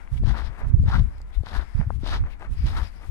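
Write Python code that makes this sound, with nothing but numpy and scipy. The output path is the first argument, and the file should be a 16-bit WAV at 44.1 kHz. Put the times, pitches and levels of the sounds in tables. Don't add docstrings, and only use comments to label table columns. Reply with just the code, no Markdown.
import sys
import numpy as np
from scipy import signal
from scipy.fft import rfft, irfft, next_fast_len
from scipy.io import wavfile
from scipy.ndimage import uniform_filter1d

SR = 44100
rng = np.random.default_rng(int(sys.argv[2]) if len(sys.argv) > 2 else 0)


def to_wav(sig):
    pcm = np.clip(np.atleast_2d(sig), -1, 1) * 32767
    pcm = np.round(pcm).astype(np.int16)
    wavfile.write(sys.argv[1], SR, pcm.T)


N = 136710

# t/s, rise/s, fall/s, crust/dB, crystals/dB, right crystal offset/dB, glitter/dB
BOOT_PRESSES = [(.287, 0.021, 0.024, -38.5, -41.5, -22, -55), (0.383, 0.032, 0.026, -35.5, -49, -36, -58),
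                (.472, 0.04, 0.016, -48.5, -50, -33, -76), (0.897, 0.018, 0.014, -37, -43, -15.5, -54),
                (0.952, 0.028, 0.028, -34.5, -41.5, -12, -54), (1.489, 0.02, 0.025, -42, -44.5, -25, -59),
                (1.562, 0.026, 0.021, -34.5, -43, -34, -51.5), (1.6, 0.02, 0.025, -41, -48.5, -33, -63),
                (2.085, 0.024, 0.02, -39, -37.5, -16, -54), (2.141, 0.022, 0.021, -34.5, -36.5, -9, -52.5),
                (2.685, 0.025, 0.042, -45, -43, -16.5, -54), (2.783, 0.037, 0.027, -36, -54, -28, -51),
                (2.834, 0.046, 0.022, -47.5, -45, -29, -59)]
# t/s, rise/s, fall/s, level/dB
FROST_SQUEAKS = [(.945, 0.016, 0.016, -30), (1.554, 0.0069, 0.0082, -35), (2.129, 0.0026, 0.0036, -25.5),
                 (2.152, 0.0031, 0.0079, -32.5), (2.775, 0.0071, 0.018, -33)]
BOOT_SCUFFS = [(.15, 0.038, .02, -53.5), (.52, 0.097, 0.12, -50), (.615, 0.036, 0.035, -42),
               (1.812, 0.016, 0.018, -41), (2.262, 0.017, 0.031, -45.5), (2.42, 0.01, 0.014, -37.5),
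               (2.452, 0.0067, 0.014, -39.5), (3.04, 0.024, 0.019, -46)]
LEFT_GUSTS = [(.28, 0.058, 0.063, -14.5), (.47, 0.079, 0.049, -23.5), (.82, 0.051, 0.065, -16),
              (.96, 0.032, 0.094, -14), (1.59, 0.062, 0.042, -24.5), (1.95, 0.072, 0.046, -23),
              (2.12, 0.09, 0.14, -22.5), (2.61, 0.033, 0.037, -20.5), (2.76, 0.075, 0.079, -23),
              (3.09, 0.011, 0.053, -24.5)]
RIGHT_GUSTS = [(.14, 0.018, 0.038, -19), (.2, 0.0047, 0.019, -18.5), (.665, 0.035, 0.26, -19.5),
               (1., 0.026, 0.038, -23), (1.19, 0.12, 0.1, -35), (1.76, 0.0084, 0.022, -18),
               (1.8, 0.016, 0.029, -17), (2.13, 0.022, 0.04, -24.5), (2.23, 0.036, 0.023, -20.5),
               (2.52, 0.032, 0.027, -20.5), (2.648, 0.024, 0.035, -17), (2.77, 0.049, 0.017, -24.5)]
# t/s, fall/s, level/dB
FROST_COLLAPSES = [(0.289, 0.0065, -39), (.369, 0.037, -42), (0.996, 0.0017, -40.5), (1.462, 0.0062, -42),
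                   (1.55, 0.024, -42.5), (2.107, 0.028, -39), (2.667, 0.0083, -39.5), (2.769, 0.018, -37)]
# t/s, ring f/Hz, level/dB
BOOT_KNOCKS = [(0.076, 1590, -32.5), (0.236, 497, -26.5), (.838, 396, -27), (1.204, 875, -32.5),
               (1.436, 426, -26.5), (1.469, 1160, -22), (1.553, 1140, -23), (1.814, 1180, -21.5),
               (1.9052, 824, -15), (2.035, 298, -24.5), (2.043, 704, -28), (2.064, 850, -21.5),
               (2.24, 1220, -29)]
# t/s, level/dB before filtering
CRYSTAL_SNAPS = [(.234, -41), (.836, -36), (1.182, -35), (1.2164, -26.5), (1.433, -36), (2.396, -40)]
# t/s, rise/s, fall/s, level/dB, top rasp f/Hz
CLOTH_SWISHES = [(.179, 0.009, 0.0045, -48, 3000), (.475, 0.028, 0.0087, -51.5, 5100),
                 (1.16, 0.04, 0.045, -66, 5130), (1.348, 0.013, 0.015, -52, 3630),
                 (1.68, 0.063, 0.098, -63, 5100), (1.8, 0.041, 0.019, -59.5, 4890),
                 (2.33, 0.023, 0.013, -50, 2300), (2.585, 0.018, 0.049, -51.5, 4980),
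                 (2.665, .028, 0.06, -51, 5170), (2.865, 0.035, 0.019, -50, 5000),
                 (2.96, 0.025, 0.052, -60, 5110)]
# t/s, f/Hz, left level/dB, right level/dB
PORT_EDDIES = [(0.125, 94, -40, -16), (0.745, 94, -47, -1), (0.8, 113, -5.5, -41), (.859, 69.6, -6, -36),
               (0.883, 95, -6, -40), (0.9985, 124, -11.5, -36), (1.014, 101, -9, -49),
               (1.38, 45, -8.5, -37), (1.41, 82, -13.5, -29), (1.59, 43.6, -11.5, -61),
               (1.756, 98, -50, -11), (1.798, 134, -45, -8.5), (1.875, 87.5, -12, -19),
               (1.963, 89, -17, -41), (2.212, 64.6, -40, -11.5), (2.822, 50.7, -14.5, -28)]
# t/s, hush level/dB, hiss level/dB
BACKGROUND_LEVELS = [(0, -47.5, -63), (.15, -60, -61.5), (.22, -60, -57.5), (.5, -48.5, -63),
                     (.68, -52, -61.5), (.81, -60, -65.5), (1.08, -52.5, -67), (1.28, -55, -70.5),
                     (1.35, -54, -57.5), (1.42, -57, -65), (1.7, -50, -62.5), (1.9, -51, -63.5),
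                     (1.99, -65, -62.5), (2.2, -49, -62.5), (2.38, -54, -72), (2.52, -55.5, -60),
                     (2.6, -54.5, -56.5), (2.95, -48.5, -60.5), (3.1, -66, -61)]

# f/Hz, relative level/dB
CRUST_SPECTRUM = [(150, -7.5), (300, -3), (480, -3), (800, 4), (1350, 4), (1900, 0), (2500, -11.5),
                  (4000, -23), (13000, -67.5)]
CRYSTAL_SPECTRUM = [(1200, -1), (2500, -4.5), (3700, 1), (5100, -5), (6200, -15), (7500, -22), (10700, -26),
                    (15500, -60)]
GLITTER_SPECTRUM = [(4000, 3), (8000, -3.5), (10700, 0.5), (12500, -5), (15000, -16)]
SQUEAK_SPECTRUM = [(500, -23.5), (850, -2), (1100, -3), (1380, 5), (1700, -5.5), (2400, -25.5), (9000, -63)]
SNAP_SPECTRUM = [(800, -18), (3300, -14), (4300, 4), (5700, -14), (7700, -3), (9300, -17), (11500, -15),
                 (15000, -36)]
SCUFF_SPECTRUM = [(150, -8.5), (800, 2.5), (1400, 0), (2000, -3.5), (2800, -14.5), (5000, -26.5),
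                  (7500, -35.5), (15500, -47.5)]
CLOTH_SPECTRUM = [(700, -10.5), (2200, 5.5), (3000, -2), (4200, -4.5), (6200, -20), (8000, -27.5),
                  (11000, -17), (15000, -33)]
GUST_SPECTRUM = [(12, -11.5), (28, 0), (60, 3), (105, -11), (160, -22.5), (250, -29.5), (400, -39),
                 (3000, -94)]
SHAKE_SPECTRUM = [(30, -19.5), (80, 3), (125, 0), (190, -14), (280, -20), (450, -40.5)]
BREEZE_SPECTRUM = [(12, -1), (45, 1), (70, -9), (120, -25), (250, -28.5), (500, -48.5), (2000, -86.5)]
HUSH_SPECTRUM = [(120, -1.5), (500, -4.5), (800, -1.5), (1400, -4), (2200, -7), (3000, -21.5), (5200, -34),
                 (7500, -31.5), (15000, -57)]
HISS_SPECTRUM = [(2000, 3.5), (5200, -3.5), (7000, -6.5), (9000, -4.5), (11200, -6), (13000, -13),
                 (15000, -30)]
# f/Hz, gain/dB
RIGHT_SHADE = [(200, 9), (500, -10), (1000, -11), (1600, -16), (2500, -4.5), (4500, -15), (7000, -11),
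               (14000, -39.5)]
RIGHT_CRYSTAL_SHADE = [(1500, 5), (4000, 2.5), (6000, 1.5), (8000, -14), (14000, 8)]

CRUST_PER_S, CRUST_SPREAD_DB = 2400, 1.5
CRYSTAL_PER_S, CRYSTAL_SPREAD_DB = 3800, 3.7


def crust(patchy_db=2.0, scatter_db=-6.5):
    weight = press(np.array(BOOT_PRESSES)[:, 3])
    spurts = undb(patchy_db * drift(170))
    direct, scattered = (fractures(CRUST_SPECTRUM, CRUST_PER_S, CRUST_SPREAD_DB) for _ in range(2))
    out = ports(weight * spurts * direct)
    out[1] += undb(scatter_db) * weight * scattered
    return out


def crystals(patchy_db=1.8):
    level_db, right_offset_db, glitter_db = np.array(BOOT_PRESSES).T[4:]
    left, right = press(level_db), press(level_db + right_offset_db)
    direct = fractures(CRYSTAL_SPECTRUM, CRYSTAL_PER_S, CRYSTAL_SPREAD_DB)
    direct *= undb(patchy_db * drift(160))
    scattered = fractures(CRYSTAL_SPECTRUM, CRYSTAL_PER_S, CRYSTAL_SPREAD_DB)
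    scattered *= undb(-30) * left + undb(3.5) * right
    shaded = right_port(right * direct + scattered, RIGHT_CRYSTAL_SHADE)
    glitter = press(glitter_db) * fractures(GLITTER_SPECTRUM, per_s=12000, spread_db=1.0)
    return np.array([left * direct, shaded]) + ports(glitter)


def squeaks():
    squeal = fractures(SQUEAK_SPECTRUM, per_s=990, spread_db=2.5)
    return ports(swells(FROST_SQUEAKS, shape=1.83) * squeal, right_db=2.5)


def collapses(rise_s=0.0016, glitter_db=-20):
    spray = swells([(at, rise_s, fall, db) for at, fall, db in FROST_COLLAPSES])
    coarse = fractures(CRYSTAL_SPECTRUM, CRUST_PER_S, CRYSTAL_SPREAD_DB)
    fine = fractures(GLITTER_SPECTRUM, CRUST_PER_S, CRYSTAL_SPREAD_DB)
    return ports(spray * (coarse + undb(glitter_db) * fine), right_db=-8)


def knocks(rattle_gain=0.04, half_width_cycles=0.41):
    out = np.zeros(N)
    for at, hz, db in BOOT_KNOCKS:
        blow = rattle_gain * burst(at, decay_s=0.003)
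        blow[int(at * SR)] += 1
        cycles = np.arange(-400, 401) / SR * hz
        out += undb(db) * signal.oaconvolve(blow, wavelet(cycles, half_width_cycles), mode="same")
    return ports(out, right_db=-5)


def snaps():
    ticks = sum(undb(db) * burst(at, decay_s=0.00056) for at, db in CRYSTAL_SNAPS)
    return ports(colour(ticks, SNAP_SPECTRUM))


def scuffs():
    return ports(swells(BOOT_SCUFFS) * fractures(SCUFF_SPECTRUM, per_s=2300, spread_db=2.5))


def clothes(rasp_db=-3, half_width_hz=340, glide_exponent=0.04):
    cloth = noise(CLOTH_SPECTRUM)
    weave = signal.sosfilt(lowpass_sos(half_width_hz), rng.standard_normal((2, N)))
    rub = np.zeros(N)
    for *swish, top_hz in CLOTH_SWISHES:
        stroke = swells([swish])
        rasp_hz = top_hz * (stroke / stroke.max()) ** glide_exponent
        phase = 2 * np.pi * np.cumsum(rasp_hz) / SR
        rasp = unit(weave[0] * np.cos(phase) + weave[1] * np.sin(phase))
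        rub += stroke * (cloth + undb(rasp_db) * rasp)
    return ports(rub, right_db=-7)


def buffet(gusts, breeze_db, shake_db=-5):
    gust = swells(gusts, shape=3.07)
    shake = undb(shake_db) * turbulence(SHAKE_SPECTRUM) * (gust / gust.max()) ** 2.57
    breeze = undb(breeze_db) * turbulence(BREEZE_SPECTRUM)
    return breeze + gust * (turbulence(GUST_SPECTRUM) + shake)


def turbulence(spectrum):
    air = noise(spectrum)
    local_power = uniform_filter1d(air ** 2, size=1500, mode="wrap")
    return unit(signal.sosfilt(lowpass_sos(hz=400), air / np.sqrt(local_power + 0.012)))


def eddies():
    out = np.zeros((2, N))
    for at, hz, left_db, right_db in PORT_EDDIES:
        out -= undb([[left_db], [right_db]]) * wavelet((clock() - at) * hz, half_width_cycles=0.6)
    return out


def hush(flutter_db=4, right_hush_db=-69, right_hiss_db=-70):
    at, hush_db, hiss_db = np.array(BACKGROUND_LEVELS).T
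    left = undb(np.interp(clock(), at, hush_db)) * waver(noise(HUSH_SPECTRUM))
    left += undb(np.interp(clock(), at, hiss_db) + flutter_db * drift(41.1)) * noise(HISS_SPECTRUM)
    right = undb(right_hush_db) * noise(HUSH_SPECTRUM) + undb(right_hiss_db) * noise(HISS_SPECTRUM)
    return np.array([left, right])


def waver(x, split_hz=1300, depth_db=2.2):
    low = signal.sosfiltfilt(lowpass_sos(split_hz), x)
    return sum(band * undb(depth_db * drift(23.64)) for band in (low, x - low))


def press(levels_db):
    return swells([(*row[:3], db) for row, db in zip(BOOT_PRESSES, levels_db)])


def swells(rows, shape=1.68):
    t, power = clock(), np.zeros(N)
    for at, rise, fall, db in rows:
        distance = np.abs(t - at) / np.where(t < at, rise, fall)
        power += (undb(db) * np.exp(-distance ** shape / 2)) ** 2
    return np.sqrt(power)


def fractures(spectrum, per_s, spread_db):
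    size = undb(spread_db * np.minimum(rng.exponential(size=N), 4))
    breaks = rng.random(N) < per_s / SR
    return unit(colour(breaks * size * rng.choice([-1, 1], N), spectrum))


def burst(at, decay_s):
    age = clock() - at
    return (age >= 0) * np.exp(-np.abs(age) / decay_s) * rng.standard_normal(N)


def wavelet(cycles, half_width_cycles):
    return np.cos(2 * np.pi * cycles) * np.exp(-(cycles / half_width_cycles) ** 2)


def noise(spectrum):
    return unit(colour(rng.standard_normal(N), spectrum))


def drift(rate_hz):
    hold = int(SR / rate_hz)
    steps = np.repeat(rng.standard_normal(N // hold + 1), hold)
    return unit(uniform_filter1d(uniform_filter1d(steps, hold), hold)[:N])


def ports(x, right_db=0):
    return np.array([x, undb(right_db) * right_port(x, RIGHT_SHADE)])


def right_port(x, shade, lag_s=0.00014):
    size = 2 * next_fast_len(N)
    delay = np.exp(-2j * np.pi * np.fft.rfftfreq(size, 1 / SR) * lag_s)
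    return irfft(rfft(x, size) * gains(shade, size) * delay)[:N]


def colour(x, spectrum):
    size = 2 * next_fast_len(N)
    cepstrum = irfft(np.log(gains(spectrum, size)))
    cepstrum[1:size // 2] *= 2
    cepstrum[size // 2 + 1:] = 0
    return irfft(rfft(x, size) * np.exp(rfft(cepstrum)))[:N]


def gains(spectrum, size):
    hz, db = np.array(spectrum, float).T
    grid_hz = np.maximum(np.fft.rfftfreq(size, 1 / SR), 1)
    return undb(np.interp(np.log(grid_hz), np.log(hz), db))


def lowpass_sos(hz):
    return signal.butter(2, hz, fs=SR, output="sos")


def undb(db):
    return 10 ** (np.asarray(db) / 20)


def unit(x):
    return x / np.sqrt(np.mean(x ** 2))


def clock():
    return np.arange(N) / SR


def scene():
    wind = np.array([buffet(LEFT_GUSTS, breeze_db=-35.5), buffet(RIGHT_GUSTS, breeze_db=-46)])
    crunch = squeaks() + crust() + crystals() + collapses()
    return crunch + scuffs() + clothes() + knocks() + snaps() + wind + eddies() + hush()


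def record(dry):
    cutoff_hz = 15400
    return signal.sosfilt(signal.ellip(8, .2, 70, cutoff_hz, fs=SR, output="sos"), dry)


dry = scene()
out = record(dry)
to_wav(out)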